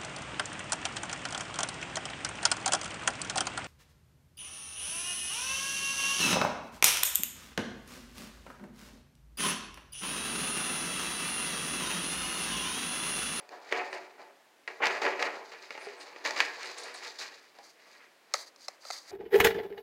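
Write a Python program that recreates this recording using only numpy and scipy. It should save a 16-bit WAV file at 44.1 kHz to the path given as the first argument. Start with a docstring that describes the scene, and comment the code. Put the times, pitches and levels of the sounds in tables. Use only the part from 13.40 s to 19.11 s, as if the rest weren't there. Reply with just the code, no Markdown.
"""Shifting wire-mesh frames

Wooden frames covered with wire mesh are shoved by hand in a bare storage room. The timber judders
in stick-slip as it scrapes, the mesh rattles and clacks against it, and wire ends tick, crinkle
and squeak. Afterwards fingers rub and tap a small hollow case, very close and nearly dry."""
import sys
import numpy as np
from scipy import signal
from scipy.fft import rfft, irfft, next_fast_len
from scipy.io import wavfile
from scipy.ndimage import map_coordinates

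SR = 44100
rng = np.random.default_rng(int(sys.argv[2]) if len(sys.argv) > 2 else 0)


def generate_wav(signal):
    """Clip the signal to [-1, 1] and save it as 16-bit WAV at the path in sys.argv[1]."""
    frames = np.transpose(np.atleast_2d(signal))
    scaled = np.clip(frames, -1, 1) * 32767
    pcm = np.round(scaled).astype(np.int16)
    wavfile.write(sys.argv[1], SR, pcm)


N = 251811

# Table levels are relative: each layer sets its own gain.
# tone of the still room: freq_hz, level_db
AIR_TONE = [(15, -61), (25, -51), (137, -22.5), (170, -13.5), (200, -14.5), (299, -5.5), (392, -7),
            (461, -6), (637, -6), (905, -7), (1390, -10), (1820, -8), (15800, -28.5)]
# reverb time across the spectrum: freq_hz, t60_s
ROOM_DECAY = [(200, 1), (700, 0.56), (2000, 0.49), (5000, 0.11), (12000, 0.45)]

# tone of sliding skin (hiss and body) and of a tap's snap: freq_hz, level_db
SKIN_HISS_TONE = [(1700, -62.5), (3000, -19), (3900, -3), (4500, 5), (5400, -4), (6400, -3), (7500, -9.5),
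                  (9000, -14.5), (15800, -27)]
SKIN_BODY_TONE = [(120, -43), (200, -34.5), (542, 0.5), (969, 1), (1060, 0.5), (1180, 3), (1450, -1),
                  (2080, 3.5), (2920, -11), (3200, -10), (4160, -43), (7040, -120)]
SNAP_TONE = [(1500, -26), (3200, -16), (4200, 8.5), (5300, -6), (6300, 3.5), (7800, -3.5), (9000, -11.5),
             (15500, -38)]
# the case rings high when rubbed, hollow when tapped: pitch_hz, level_db, t60_s
CASE_HIGH_MODES = [(4340, 5, 0.0093), (4580, 9, 0.013), (5200, -13, 0.014), (6040, -8.5, 0.013)]
CASE_HOLLOW_MODES = [(430, -11, .025), (560, -4, .026), (760, 0, .026), (1130, -2, .018), (1310, 1, .024),
                     (2050, -1, .015), (2600, -7, .01)]
# skin strokes the case: start_s, swell_s, fade_s, hiss_db, body_db
FINGER_STROKES = [(4.2, 0.049, 0.12, -56, -61), (4.42, 0.087, 0.13, -64.5, -64),
                  (4.94, 0.0064, 0.035, -36, -40.5), (4.95, 0.042, 0.073, -43, -50.5),
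                  (5.055, 0.018, 0.032, -54, -59.5), (5.17, 0.058, .08, -55.5, -63.5),
                  (5.275, 0.0099, 0.13, -61, -57.5), (5.39, 0.083, 0.11, -51.5, -54),
                  (5.508, 0.024, 0.13, -44, -52.5), (5.62, 0.074, .15, -50, -55.5)]
# fingers tap the case: start_s, snap_db, snap_pitch_hz, thud_db
FINGER_TAPS = [(4.9383, -18, 5430, -28.5), (4.9405, -23, 3950, -40), (4.9415, -23.5, 6350, -18),
               (5.161, -45, 5300, -54), (5.2822, -31, 5290, -33.5), (5.2841, -29, 5240, -29.5),
               (5.452, -39, 4400, -36.5), (5.5032, -29, 4600, -25), (5.509, -28, 4400, -31.5)]

# tone of a contact on each part of a panel: freq_hz, level_db
TIMBER_TONE = [(60, -63), (130, -37), (185, -21), (250, -17.5), (330, -3), (480, -1), (900, -1.5),
               (1200, -5.5), (1800, -9.5), (4000, -73), (9000, -83)]
MESH_TONE = [(300, -48), (900, -3), (1400, -1.5), (1900, 4.5), (2300, 3), (2700, -1.5), (3300, -11.5),
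             (6000, -47), (12000, -91)]
WIRE_TONE = [(1200, -31.5), (3100, -8.5), (3900, 2), (4600, 4), (5500, -3.5), (7000, -7), (8500, -18.5),
             (11000, -25), (15500, -31.5)]
# ring of the frame, the stretched mesh and the wire ends: pitch_hz, level_db, t60_s
TIMBER_RING = [(307, -7, .2), (369, -3, .26), (412, -7, .2), (445, -2, .24), (495, -2, .16), (546, -3, .18),
               (694, -1, .18), (721, -2, .22), (889, 4, .16), (966, 0, .17)]
MESH_RING = [(1437, -1, .12), (1588, 0, .08), (1734, 0, .11), (1820, 1, .07), (1954, 0, .07),
             (2242, 1, .09), (2581, 3, .06), (2796, 1, .13)]
WIRE_RING = [(3830, -14, 0.13), (4860, 1, 0.092), (5050, -1, .03), (5950, 4, 0.041), (6800, -1.5, 0.027)]
# wire slips over wire: start_s, length_s, low_pitch_hz, top_pitch_hz, level_db
WIRE_SQUEAKS = [(0.498, 0.075, 8600, 8760, -63), (2.365, 0.14, 7700, 9800, -61),
                (2.56, .105, 8000, 8840, -61)]
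# fine wires spring back as the mesh is let go: start_s, level_db
CRINKLE_BURSTS = [(3.223, -52.5), (3.376, -49.5), (3.434, -56.5), (3.535, -52.5), (3.639, -64),
                  (3.791, -57)]
# soft bumps set a single batten humming: start_s, pitch_hz, level_db, t60_s
BATTEN_BUMPS = [(2.467, 411, -36.5, 0.23), (4.186, 810, -48, 0.2)]
# the hand shoves a frame: start_s, rise_s, hold_s, timber_db, mesh_db, wire_db
HAND_SHOVES = [(0, 0.0017, 0.011, -53, -59, -66), (.1, 0.022, 0.023, -45.5, -51.5, -61.5),
               (.18, 0.12, 0.026, -51, -50, -56), (.308, 0.0089, .1, -39.5, -36.5, -49),
               (.523, 0.0043, 0.036, -43, -45.5, -51.5), (.775, 0.013, 0.026, -49.5, -53.5, -63.5),
               (1.277, 0.0066, 0.0069, -46.5, -47, -53.5), (1.398, 0.01, .02, -35.5, -42, -68),
               (1.414, 0.029, 0.016, -33, -24, -38), (1.48, 0.032, 0.052, -41, -44, -48),
               (1.615, 0.0066, 0.05, -31, -28.5, -43), (1.788, 0.0067, 0.058, -35, -34.5, -44),
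               (1.92, 0.014, 0.013, -43, -56, -53), (2.05, 0.014, 0.0041, -70, -56, -57),
               (2.115, 0.005, 0.0083, -49, -47.5, -52), (2.215, 0.0089, 0.026, -58, -51.5, -53),
               (2.304, 0.013, 0.061, -54.5, -51.5, -57.5), (2.4, 0.015, 0.12, -52.5, -49, -55.5),
               (2.55, 0.026, 0.266, -54.5, -53.5, -63.5), (2.598, 0.0048, 0.0075, -67, -50, -48),
               (2.838, 0.016, 0.015, -38, -33.5, -37), (2.958, .006, 0.05, -41, -35, -38),
               (3.12, 0.078, 0.11, -50.5, -43, -47), (3.362, 0.0062, 0.13, -50, -46, -47),
               (3.537, 0.0091, .005, -50.5, -49.5, -44), (3.57, 0.073, 0.035, -52, -44, -45.5),
               (3.783, 0.0057, 0.019, -51, -42.5, -40.5), (3.812, 0.0055, 0.015, -53, -42, -55),
               (4.14, 0.0068, 0.041, -65.5, -59, -65), (4.33, 0.1, 0.23, -67.5, -57.5, -65.5),
               (4.82, 0.14, 0.051, -61, -60, -62)]
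# mesh and frame strike each other: start_s, mesh_db, timber_db, wire_db
FRAME_CLACKS = [(0.0912, -47, -47, -49.5), (0.3246, -18, -21, -30.5), (0.3618, -26.5, -42, -54),
                (0.5292, -28.5, -39, -47), (1.277, -24.5, -42, -44), (1.456, -21.5, -51, -28.5),
                (1.4692, -19, -21, -27), (1.6177, -24, -27, -34), (1.6522, -26, -49, -38),
                (1.6661, -30, -27.5, -42), (1.8254, -17.5, -27.5, -29), (2.3064, -30, -35.5, -43.5),
                (2.3518, -33, -37.5, -57), (2.3773, -35, -36.5, -51), (2.469, -40, -36, -55),
                (2.7618, -37.5, -40.5, -67), (2.8514, -28.5, -34, -31), (2.861, -23.5, -32.5, -31),
                (2.9078, -28.5, -34, -34), (2.9649, -30, -37, -43), (3.0035, -9.5, -29, -24),
                (3.2301, -42, -53, -37.5), (4.1868, -55, -42.5, -49.5)]


def amp(db):
    """Decibels to gain."""
    return 10 ** (np.asarray(db) / 20)


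def unit(x):
    """Scale to rms 1."""
    return x / np.sqrt(np.mean(x ** 2) + 1e-20)


def unit_energy(x):
    """Scale an impulse response so that it keeps the power of noise."""
    return x / (np.linalg.norm(x) + 1e-20)


def along(points, hz):
    """Read a curve of (freq_hz, value) points on a log frequency axis."""
    freqs, values = np.transpose(points)
    return np.interp(np.log(hz + 1), np.log(freqs + 1), values)


def add(track, start_s, sound):
    """Mix a sound into the track."""
    start = max(round(start_s * SR), 0)
    piece = sound[:max(N - start, 0)]
    track[start:start + len(piece)] += piece


def through(x, response):
    """Pass x through an impulse response."""
    return signal.fftconvolve(x, response)[:N]


def drifting(x, responses):
    """Pass x through a row of impulse responses with equal-power crossfades."""
    place = np.linspace(0, len(responses) - 1, N)
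    return sum(through(x * np.sqrt(np.clip(1 - abs(place - k), 0, 1)), response)
               for k, response in enumerate(responses))


def colour(tone, size=4096):
    """A tone curve as a minimum-phase EQ impulse response."""
    gain = amp(along(tone, np.fft.rfftfreq(size, 1 / SR)))
    cepstrum = irfft(np.log(gain))
    cepstrum[1:size // 2] *= 2
    cepstrum[size // 2 + 1:] = 0
    return unit_energy(irfft(np.exp(rfft(cepstrum))))


def ring(modes, scatter_db=0):
    """Damped sines, each struck harder or softer by a random scatter."""
    t = np.arange(SR // 3) / SR
    out = np.zeros(len(t))
    for k, (hz, db, t60) in enumerate(modes):
        decay = amp(db + scatter_db * rng.standard_normal() - 60 * t / t60)
        out += (-1) ** k * decay * np.sin(2 * np.pi * hz * t)
    return unit_energy(out)


def resonator(force, tone, modes, ring_db, positions=9):
    """A part answers at once, then rings on; its modes trade strength as the contact point moves."""
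    direct = colour(tone)
    tails = [unit_energy(signal.fftconvolve(ring(modes, scatter_db=3), direct))
             for _ in range(positions)]
    return (through(force, direct) + amp(ring_db) * drifting(force, tails)) / np.hypot(1, amp(ring_db))


def stick_slip(rate_hz, spread_db, clump_db, smooth=1, clump_hz=55):
    """Friction force of rms 1: tiny jolts over smooth sliding noise, coming in short clumps."""
    sizes = amp(spread_db * np.clip(rng.standard_normal(N), -2, 2)) * rng.choice([-1, 1], N)
    jolts = sizes * (rng.random(N) < rate_hz / SR)
    grip_points = np.clip(rng.standard_normal(N // 100), -1.5, 1.5)
    grip = map_coordinates(grip_points, [np.arange(N) * clump_hz / SR])
    return unit((unit(jolts) + smooth * rng.standard_normal(N)) * amp(clump_db * grip))


def impact(t60_s, chatter):
    """Force of one hit: a spike and the chatter that dies after it."""
    t = np.arange(SR // 8) / SR
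    force = chatter * unit_energy(rng.standard_normal(len(t)) * amp(-60 * t / t60_s))
    force[0] += 1
    return unit_energy(force)


def envelopes(gestures, shape):
    """Overlapping gestures add in power: one envelope for each level column."""
    power = sum(np.outer(amp(levels), shape(start, rise, length)) ** 2
                for start, rise, length, *levels in gestures)
    return np.sqrt(power)


def room_tone(level_db=-64):
    """Still air: a faint, steady bed of dark noise."""
    return amp(level_db) * unit(through(rng.standard_normal(N), colour(AIR_TONE)))


def room_tail(build_up_s=0.016):
    """One diffuse tail of the bare room; the lows hang on longest."""
    hz, t, bands = signal.stft(rng.standard_normal(SR * 3 // 4), SR, nperseg=256)
    decay = amp(-60 * t / along(ROOM_DECAY, hz)[:, None])
    tail = signal.istft(bands * decay, SR, nperseg=256)[1]
    build_up = 1 - np.exp(-np.arange(len(tail)) / SR / build_up_s)
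    return unit_energy(tail * build_up)


def room_reverb(send, positions=8):
    """The room's answer changes as the panels move."""
    return drifting(send, [room_tail() for _ in range(positions)])


def stroke(start_s, swell_s, fade_s, fade_db=24.5):
    """Pressure of one finger stroke: it swells, then is down by fade_db after fade_s."""
    t = np.arange(N) / SR - start_s
    swell = np.clip(t / swell_s, 0, 1) ** 0.92
    fading = np.clip((t - swell_s) / fade_s, 0, 4)
    return swell * amp(-fade_db * fading ** 2)


def finger_rubs():
    """Skin slides softly over the case and makes it sing faintly."""
    hiss, body = envelopes(FINGER_STROKES, stroke)
    hiss *= stick_slip(rate_hz=1300, spread_db=3.5, clump_db=2.5)
    bright = resonator(hiss, SKIN_HISS_TONE, CASE_HIGH_MODES, ring_db=-12.5)
    body *= stick_slip(rate_hz=1400, spread_db=0.5, clump_db=2)
    return bright + through(body, colour(SKIN_BODY_TONE))


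def finger_taps():
    """Dry taps on the case: a short ping, a bright snap and a hollow thud."""
    out = np.zeros(N)
    for start_s, snap_db, snap_hz, thud_db in FINGER_TAPS:
        ping = ring([(snap_hz, 0, 0.009)])
        snap = through(impact(t60_s=0.018, chatter=3.8), colour(SNAP_TONE))
        thud = ring(CASE_HOLLOW_MODES, scatter_db=4)
        add(out, start_s, amp(snap_db + 13) * ping)
        add(out, start_s, amp(snap_db + 11) * snap)
        add(out, start_s, amp(thud_db + 15.5) * thud)
    # the small case radiates little bass
    return signal.sosfilt(signal.butter(6, 420, "highpass", fs=SR, output="sos"), out)


def wire_squeaks(flutter_hz=750):
    """Wire on wire: a thin, rough whistle that rises and falls with the speed of the slip."""
    out, t = np.zeros(N), np.arange(N) / SR
    lowpass = signal.butter(2, flutter_hz, fs=SR, output="sos")
    for start_s, length_s, low_hz, top_hz, db in WIRE_SQUEAKS:
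        speed = np.sin(np.pi * np.clip((t - start_s) / length_s, 0, 1))
        flutter = unit(signal.sosfilt(lowpass, rng.standard_normal(N)))
        pitch_hz = low_hz + (top_hz - low_hz) * speed ** 2
        out += amp(db) * speed * flutter * np.sin(2 * np.pi * np.cumsum(pitch_hz) / SR)
    return out


def wire_crinkle(count=650, pitch_hz=7500, spread=0.183, t60_s=0.006, rise_s=0.0083, fall_db_per_s=280):
    """Fine wires spring back in bursts of crackle, each tick at its own pitch and strength."""
    crackle, t = np.zeros(N), np.arange(SR // 100) / SR
    times = rng.uniform(CRINKLE_BURSTS[0][0], CRINKLE_BURSTS[-1][0] + 0.2, count)
    attack = 1 - np.exp(-t / 0.0002)
    for start_s, (detune, size) in zip(times, np.clip(rng.standard_normal((count, 2)), -2, 2)):
        tick = np.sin(2 * np.pi * pitch_hz * np.exp(spread * detune) * t)
        add(crackle, start_s, attack * amp(5 * size - 60 * t / t60_s) * tick)
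    bursts, age = np.zeros(N), np.arange(SR // 4) / SR
    for start_s, db in CRINKLE_BURSTS:
        add(bursts, start_s, np.minimum(age / rise_s, 1) * amp(db - fall_db_per_s * age))
    return amp(-5.5) * bursts * unit(crackle)


def batten_bumps(rise_s=0.0017):
    """A soft contact wakes only one low mode of the timber."""
    out, t = np.zeros(N), np.arange(SR // 3) / SR
    attack = 1 - np.exp(-t / rise_s)
    for start_s, hz, db, t60 in BATTEN_BUMPS:
        add(out, start_s, attack * amp(db - 60 * t / t60) * np.sin(2 * np.pi * hz * t))
    return out


def panel(on_timber, on_mesh, on_wire):
    """A panel under three forces: woody lows, metallic mids and bright wire ends."""
    return (resonator(on_timber, TIMBER_TONE, TIMBER_RING, ring_db=-6.5)
            + resonator(on_mesh, MESH_TONE, MESH_RING, ring_db=-14)
            + resonator(on_wire, WIRE_TONE, WIRE_RING, ring_db=-20))


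def shove(start_s, rise_s, hold_s, drop_db=4.5, drop_s=0.023, settle_db_per_s=82.5):
    """One shove builds and holds; let go, the rattle drops at once, then settles more slowly."""
    t = np.arange(N) / SR - start_s
    released_s = np.maximum(t - rise_s - hold_s, 0)
    release_db = drop_db * (1 - np.exp(-released_s / drop_s)) + settle_db_per_s * released_s
    return np.clip(t / rise_s, 0, 1) * amp(-release_db)


def frame_scrapes():
    """The frame judders along; the mesh buzzes on it and its wires scratch."""
    timber, mesh, wire = envelopes(HAND_SHOVES, shove)
    return panel(amp(-0.5) * timber * stick_slip(rate_hz=700, spread_db=0.5, clump_db=1, smooth=0.68),
                 amp(-2.5) * mesh * stick_slip(rate_hz=400, spread_db=0, clump_db=3),
                 amp(-1) * wire * stick_slip(rate_hz=410, spread_db=1.5, clump_db=2.5))


def frame_clacks():
    """Mesh strikes frame: each knock shakes timber, mesh and wire ends together."""
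    timber, mesh, wire = np.zeros((3, N))
    for start_s, mesh_db, timber_db, wire_db in FRAME_CLACKS:
        add(timber, start_s, amp(timber_db + 18.5) * impact(t60_s=0.032, chatter=0.9))
        add(mesh, start_s, amp(mesh_db + 17.5) * impact(t60_s=0.047, chatter=1.0))
        add(wire, start_s, amp(wire_db + 20) * impact(t60_s=0.014, chatter=4.6))
    return panel(timber, mesh, wire)


def scene():
    """Mono mix: panels at arm's length in the room, fingers close and nearly dry, over room tone."""
    scrapes = frame_scrapes() + wire_crinkle()
    clacks, taps = frame_clacks(), finger_taps()
    reverb = room_reverb(amp(-12) * scrapes + amp(-10.5) * clacks + amp(-23) * taps)
    background = room_tone() + reverb
    details = batten_bumps() + wire_squeaks() + finger_rubs()
    return (background + details + taps + scrapes + clacks)[None]


def record(dry, top_hz=15850):
    """A brick-wall high cut on the whole mix."""
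    size = next_fast_len(N + SR // 2)
    passband = np.fft.rfftfreq(size, 1 / SR) < top_hz
    return irfft(rfft(dry, size) * passband, size)[..., :N]


dry = scene()
out = record(dry)
generate_wav(out)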